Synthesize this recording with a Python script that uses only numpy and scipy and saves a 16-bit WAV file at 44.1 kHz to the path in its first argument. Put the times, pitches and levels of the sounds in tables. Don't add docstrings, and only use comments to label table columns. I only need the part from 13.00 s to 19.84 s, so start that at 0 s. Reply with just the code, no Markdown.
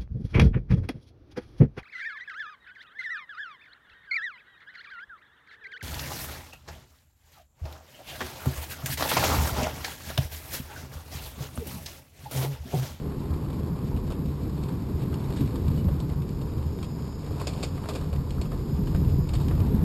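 import sys
import numpy as np
from scipy.fft import rfft, irfft, next_fast_len
from scipy.io import wavfile
from scipy.ndimage import uniform_filter1d, map_coordinates

SR = 44100
rng = np.random.default_rng(int(sys.argv[2]) if len(sys.argv) > 2 else 0)


def transcribe(u):
    v = np.clip(np.atleast_2d(u).T, -1, 1)
    q = np.round(v * 32767).astype(np.int16)
    wavfile.write(sys.argv[1], SR, q)


N = 301644

# (t/s, level/dB)
ROAD_SHAKING = [(0, -30.5), (.37, -29), (.65, -28.6), (1.8, -28.7), (2.25, -29), (2.45, -26.8), (2.78, -25),
                (3.2, -30), (3.55, -30.7), (3.95, -32.7), (4.35, -31.8), (4.8, -32.5), (5.5, -29),
                (6.08, -23.3), (6.35, -27), (6.7, -23), (6.84, -23.8)]
# (t/s, load from 0 to 1)
STEERING_LOAD = [(0, 0.24), (3.3, 0.41), (3.9, 0.5), (4.3, 0.55), (4.55, 0.86), (5.0, 0.5), (5.3, 0.57),
                 (6.4, 0.35), (6.84, 0.15)]
# (f/Hz, width/Hz, gain/dB)
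FITTING_MODES = [(1740, 150, -5), (2410, 940, 1), (2930, 63, 2), (3220, 270, -1.5), (3695, 80, 6),
                 (4330, 100, 7), (5070, 200, -7), (5880, 490, 0)]


def amp(db):
    return 10 ** (np.asarray(db) / 20)


def unit(x):
    return x / np.sqrt(np.mean(x ** 2) + 1e-20)


def curves(rows):
    s, *cols = np.transpose(rows)
    return [np.interp(np.arange(N) / SR, s, c) for c in cols]


def wobble(rate):
    knots = rng.standard_normal(int(N * rate / SR) + 4)
    return map_coordinates(knots, [np.arange(N) * rate / SR])


def filtered(x, response):
    m = next_fast_len(len(x) + SR // 10)
    spectrum = rfft(x, m) * response(np.fft.rfftfreq(m, 1 / SR))
    return irfft(spectrum, m)[:len(x)]


def coloured(x, spectrum):
    f, db = np.transpose(spectrum)
    return unit(filtered(x, lambda hz: amp(np.interp(np.log(hz + 1), np.log(f), db))))


def ringing(x, modes):
    def response(f):
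        return sum(amp(db) * 1j * f * w / (c * c - f * f + 1j * f * w) for c, w, db in modes)
    return filtered(x, response)


def wavering(x, rate):
    drift = 0.035 * wobble(rate)
    slip = np.cumsum(drift - uniform_filter1d(drift, SR))
    return map_coordinates(x, [np.arange(N) + slip], order=1, mode="mirror")


def stones(rate, spread_db):
    struck = rng.random(N) < rate / SR
    sign = np.sign(rng.standard_normal(N))
    size = amp(spread_db * np.clip(rng.standard_normal(N), -2, 2))
    return unit(struck * sign * size)


def add(track, s, sound):
    part = track[max(round(s * SR), 0):][:len(sound)]
    part += sound[:len(part)]


def roughness():
    usual_db = -29.5
    return curves(ROAD_SHAKING)[0] - usual_db


def body():
    # (f/Hz, width/Hz, gain/dB)
    boom_modes = [(78.6, 14.5, -3), (112.2, 12.5, -13), (138.7, 20, -5)]
    # (f/Hz, width/Hz, gain/dB)
    side_modes = [(223.6, 20, -6.5), (280.4, 33, -1), (401.5, 50, -2), (484.4, 53, -10)]
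    # (f/Hz, gain/dB)
    rumble_spectrum = [(25, -30), (45, -16), (62, 0.5), (100, -1), (125, 2), (165, -2), (220, -19.5),
                       (400, -57)]
    # (f/Hz, gain/dB)
    drone_spectrum = [(110, -15.5), (170, 1), (215, -0.5), (280, -4.5), (335, -6), (405, -10.5),
                      (490, -17.5), (600, -28), (900, -45.5)]
    # (t/s, level/dB)
    drone_levels = [(0.0, -36), (0.04, -36), (2.38, -34), (2.42, -29), (2.46, -33.5), (2.84, -32.5),
                    (3.11, -37), (4.67, -42), (6.15, -32), (6.29, -37), (6.71, -27), (6.74, -30.5),
                    (6.84, -29)]
    # (t/s, level/dB)
    deep_levels = [(0, -41), (.8, -42), (.95, -34.5), (1.25, -42), (2.65, -43), (2.87, -33), (3.3, -42),
                   (3.55, -38), (4.0, -46.5), (5.1, -40.5), (5.65, -34), (6.15, -31), (6.84, -33)]
    # (f/Hz, gain/dB)
    deep_spectrum = [(10, -25), (25, -9), (40, -1), (55, 2), (75, -16), (300, -120)]

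    boom = wavering(ringing(stones(2500, spread_db=1.5), boom_modes), rate=5)
    boom = coloured(boom, [(30, -41), (70, 4.0), (160, 1.0), (350, -21.0)])
    shake = coloured(stones(4000, spread_db=3.0), rumble_spectrum)
    shell_db = curves(ROAD_SHAKING)[0] + 1.3 * wobble(11)
    shell = amp(shell_db) * (amp(-3.0) * boom + amp(-5.5) * shake)

    drone = coloured(stones(1200, spread_db=3.5), drone_spectrum)
    drone_db = curves(drone_levels)[0] - 0.5 + 0.84 * wobble(14)

    sides = wavering(ringing(stones(900, spread_db=5.5), side_modes), rate=4)
    sides = coloured(sides, [(120, -0.5), (220, 1.5), (480, -3.0), (750, -17.5)])
    sides_db = -42 + 0.093 * roughness() + 1.6 * wobble(12)

    deep = amp(curves(deep_levels)[0]) * coloured(stones(600, spread_db=2.5), deep_spectrum)
    return deep + shell + amp(drone_db) * drone + amp(sides_db) * sides


def bumps():
    # (t/s, level/dB before a 1 dB cut and the swell, f/Hz, 60 dB decay/s)
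    thuds = [(.3, -18.5, 77, .5), (.505, -21, 82, .2), (.635, -22, 142, .18), (.719, -18, 163, .12),
             (.955, -22, 80, .4), (.965, -23, 228, .15), (1.255, -23, 82, .3), (1.645, -20, 78, .2),
             (1.94, -22, 72, .3), (2.015, -17, 140, .25), (2.365, -20, 80, .25), (2.408, -17, 275, .11),
             (2.414, -15, 142, .2), (2.682, -14, 145, .08), (2.71, -18, 88, .18), (2.848, -14, 184, .08),
             (2.868, -11.5, 78, .15), (2.885, -28, 570, .05), (3.025, -20, 135, .15),
             (3.195, -19, 138, .15), (3.22, -22, 80, .4), (3.563, -21, 130, .12), (3.57, -22, 80, .14),
             (3.66, -23, 84, .25), (4.295, -20, 84, .3), (4.41, -22, 85, .25), (4.413, -28, 1030, .03),
             (4.889, -27, 400, .07), (5.122, -19, 76, .3), (5.152, -19, 136, .22), (5.315, -22, 80, .3),
             (5.67, -18, 140, .14), (5.73, -18, 72, .45), (5.786, -16, 190, .08), (5.815, -16, 160, .16),
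             (5.948, -13, 81, .1), (6.068, -11, 110, .1), (6.115, -13.5, 86, .25), (6.22, -19, 155, .1),
             (6.603, -12, 90, .14), (6.741, -11, 212, .12)]
    out, t = np.zeros(N), np.arange(SR // 2) / SR
    for s, db, hz, decay_s in thuds:
        swell = 1 - np.exp(-t / (0.015 * decay_s))
        fade = amp(db - 1.0 - 60 * t / decay_s)
        add(out, s, fade * swell * np.sin(2 * np.pi * hz * t))
    return out


def tyres():
    # (t/s, level/dB)
    grit = [(0, 1.5), (1.05, 1), (1.6, 1), (2.0, 1.5), (2.35, 3), (2.8, 1), (3.25, -1), (3.6, 0),
            (4.15, -1.5), (4.5, 3), (4.75, -0.5), (5.02, 3), (5.25, -1), (5.8, 0.1), (6.2, 0.5), (6.5, 3.5),
            (6.84, 2.5)]
    # (f/Hz, gain/dB)
    rush_spectrum = [(350, -29), (560, -0.5), (680, 1.5), (770, 0.5), (900, 4.5), (1070, 4), (1300, -5.5),
                     (1650, -9.5), (2300, -20.5), (4000, -60)]
    # (f/Hz, gain/dB)
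    hiss_spectrum = [(900, 10.5), (1800, 0.5), (2400, 6), (3100, 2), (4000, 5), (4700, 3.5), (5300, -5),
                     (5650, 8), (6000, -16)]
    scrub_db = 10

    grit_db, = curves(grit)
    rush_db = -51 + 0.063 * roughness() + grit_db
    hiss_db = -60 + 1.22 * grit_db + scrub_db * curves(STEERING_LOAD)[0]
    rush = amp(rush_db + 1.4 * wobble(25)) * coloured(stones(3000, spread_db=-1.5), rush_spectrum)
    hiss = amp(hiss_db + 1.64 * wobble(30)) * coloured(rng.standard_normal(N), hiss_spectrum)

    pieces = stones(160, spread_db=5.5) * amp(1.8 * wobble(14))
    ticks = amp(hiss_db - 7.0) * unit(ringing(pieces, FITTING_MODES))
    taps = amp(rush_db - 5.0) * unit(bonnet(pieces))
    return rush + hiss + ticks + taps


def bonnet(x):
    # (f/Hz, width/Hz, gain/dB)
    panel_modes = [(414, 286, 14), (680, 75, -4), (1052, 100, 4), (1190, 50, 6), (1560, 170, -5.5)]
    dull_hz = 2600
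    return filtered(ringing(x, panel_modes), lambda hz: 1 / (1 + 1j * hz / dull_hz))


def rattle(part, db, knock_db, ring_hz, rise, length):
    first_contact, even_share = 1.9, 0.39
    contacts_per_s = 1500
    shiver_db, shiver_s = -23, 0.28
    detune = 0.012

    t, head = np.arange(SR // 5) / SR, SR // 100
    sign = np.sign(rng.standard_normal(len(t)))
    chatter = sign * (even_share + (rng.random(len(t)) < contacts_per_s / SR))
    fade = amp(-60 * t / length) + amp(shiver_db - 60 * t / shiver_s)
    contacts = chatter * (1 - np.exp(-t / rise)) * fade
    contacts[0] = first_contact

    modes = [(hz * (1 + detune * rng.standard_normal()), width, gain) for hz, width, gain in part]
    ring = ringing(contacts, modes + [(3300, 4700, -6), (ring_hz, 300, 2.5)])
    knock = bonnet(contacts)
    ring_part = amp(db - 7.5) * ring / np.std(ring[:head])
    return ring_part + amp(knock_db) * knock / np.std(knock[:head])


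def rattles():
    # (t/s, ring level/dB before a 7.5 dB cut, bonnet knock level/dB,
    # added ring f/Hz, 60 dB decay of the chatter/s)
    loose_parts = [(0.338, -41.5, -46, 2440, 0.028), (0.9642, -42, -50, 2510, 0.027),
                   (0.9732, -44, -45, 2150, 0.027), (1.0765, -45, -45.5, 2980, .015),
                   (1.1028, -39.5, -40.5, 2720, 0.11), (1.121, -39, -44, 2700, 0.065),
                   (1.2585, -44, -52, 2400, .025), (1.495, -45, -52, 4690, 0.028),
                   (1.6353, -37.5, -44, 4200, 0.061), (1.686, -41, -41, 2120, 0.054),
                   (2.0192, -42, -44, 2180, 0.04), (2.129, -48, -44, 1840, 0.017),
                   (2.142, -35.5, -47, 5200, 0.02), (2.2418, -41, -45, 3900, 0.061),
                   (2.3047, -41, -38.5, 2370, 0.02), (2.367, -36.5, -60, 3830, 0.2),
                   (2.4072, -37, -39.5, 2300, 0.056), (2.4758, -40.5, -48, 1700, .06),
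                   (2.5578, -36.5, -43, 4250, 0.036), (2.6806, -39, -51, 2430, 0.038),
                   (2.8846, -47, -43, 2210, .07), (3.002, -35, -44, 3850, 0.022),
                   (3.0987, -43, -56, 2130, .03), (3.2201, -44, -52, 2200, .04),
                   (3.2913, -44, -58, 4700, 0.028), (3.414, -40, -45, 4200, .06),
                   (3.6267, -46, -61, 1900, 0.023), (3.7875, -41.5, -45, 1850, .035),
                   (3.828, -33.5, -40, 4250, 0.072), (3.844, -40, -50, 2760, 0.089),
                   (4.3992, -35.5, -40, 2460, 0.1), (4.414, -36.5, -36, 4200, 0.064),
                   (4.5337, -38, -49, 3580, 0.054), (4.779, -49, -42, 2190, 0.046),
                   (4.8378, -44, -39, 2400, 0.045), (4.857, -53, -41, 2160, 0.022),
                   (4.906, -43, -43, 2490, 0.059), (4.9348, -36, -46, 3770, .06),
                   (5.0126, -42, -40.5, 3740, .06), (5.1293, -37, -39, 2280, 0.076),
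                   (5.161, -41, -47, 1980, .03), (5.3071, -35.5, -50, 4940, 0.016),
                   (5.383, -47, -45, 1750, .03), (5.4141, -31, -38, 4300, 0.047),
                   (5.4544, -43, -43, 2560, .12), (5.5167, -42.5, -40, 4300, 0.14),
                   (5.872, -39, -39, 2720, 0.055), (5.9474, -44, -35.5, 2180, 0.071),
                   (5.9623, -42, -51, 5070, 0.034), (6.0477, -44, -56, 2730, 0.036),
                   (6.29, -35, -46, 4030, .045), (6.336, -30.5, -38, 4270, 0.075),
                   (6.352, -34, -57, 3500, 0.07), (6.4002, -39, -41.5, 4400, 0.22),
                   (6.4832, -34.5, -66, 3040, 0.027), (6.5111, -46, -37.5, 2610, 0.046),
                   (6.6035, -36.5, -38.5, 2700, 0.029)]
    # (t/s, ring level/dB before a 7.5 dB cut, bonnet knock level/dB,
    # added ring f/Hz, rise time constant/s, 60 dB decay of the chatter/s)
    clacks = [(4.4705, -22.5, -33, 4800, .0008, 0.087), (4.6296, -21.5, -32, 4700, .003, 0.078),
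              (4.888, -26, -30.5, 2000, .001, 0.095), (4.9516, -29, -34, 2450, .002, .11)]
    # (f/Hz, width/Hz, gain/dB)
    linkage_modes = [(1510, 700, -6), (2390, 580, 5.5), (3470, 620, 4), (4310, 450, 2.5), (4800, 350, -0.5),
                     (5920, 520, 7.5)]
    rise_s = 0.00034

    out = np.zeros(N)
    for s, db, knock_db, ring_hz, length in loose_parts:
        add(out, s, rattle(FITTING_MODES, db, knock_db, ring_hz, rise_s, length))
    for s, db, knock_db, ring_hz, rise, length in clacks:
        add(out, s, rattle(linkage_modes, db, knock_db, ring_hz, rise, length))
    return out


def motor():
    # (t/s, f/Hz)
    mesh_pitch = [(0, 5000), (3.5, 5010), (3.85, 4992), (3.95, 5045), (4.15, 5055), (4.27, 5085),
                  (4.8, 5000), (5.25, 4920), (5.55, 5015), (5.8, 5055), (5.92, 5078), (6.15, 5068),
                  (6.33, 5092), (6.84, 5075)]
    # (start t/s, end t/s, level/dB before flutter)
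    singing_spells = [(3.5, 3.8, -70), (3.93, 4.3, -63.3), (5.72, 6.5, -63.3)]
    fade_db_per_s = 55
    shaft_hz, sideband_db = 275, -7

    t = np.arange(N) / SR
    mesh_hz = curves(mesh_pitch)[0] + 5 * wobble(9) + 10 * wobble(150)
    phase = 2 * np.pi * np.cumsum(mesh_hz) / SR
    shaft = 2 * np.pi * shaft_hz * t
    lower = amp(3 * wobble(5)) * np.sin(phase - shaft)
    upper = amp(-5 + 3 * wobble(5)) * np.sin(phase + shaft)
    lines = np.sin(phase) + amp(sideband_db) * (lower + upper)
    whine = np.sqrt(2) * lines * amp(1.3 * wobble(26))

    singing = np.zeros(N)
    for start, end, db in singing_spells:
        outside_s = np.abs(t - np.clip(t, start, end))
        singing += amp(db - fade_db_per_s * outside_s)

    whirr_spectrum = [(4000, -15.0), (4650, 4.5), (5000, 3.5), (5300, 6.5), (5900, -39)]
    whirr = coloured(rng.standard_normal(N), whirr_spectrum)
    whirr_db = -70.5 + 17.5 * curves(STEERING_LOAD)[0]
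    return singing * whine + amp(whirr_db) * whirr


def squeak(length=0.04, hz=2950, db=-50):
    out, t = np.zeros(N), np.arange(int(length * SR)) / SR
    envelope = np.sqrt(np.abs(np.sin(np.pi * t / length))) * np.exp(-t / 0.046)
    add(out, 2.778, amp(db) * envelope * np.sin(2 * np.pi * hz * t))
    return out


def scene():
    return (body() + bumps() + tyres() + rattles() + motor() + squeak())[None]


def record(dry):
    hold_hz, top_hz = 12000, 15250
    band = filtered(dry[0], lambda hz: 1 / np.sqrt(1 + (hz / 5550) ** 56))
    sampled = band * (1 + 2 * np.cos(2 * np.pi * hold_hz * np.arange(N) / SR))

    def held_response(hz):
        return np.sinc(hz / hold_hz) * amp(np.interp(hz, [13200, 14000], [0, -7]))
    held = filtered(sampled, held_response)
    return filtered(held, lambda hz: hz < top_hz)[None]


dry = scene()
out = record(dry)
transcribe(out)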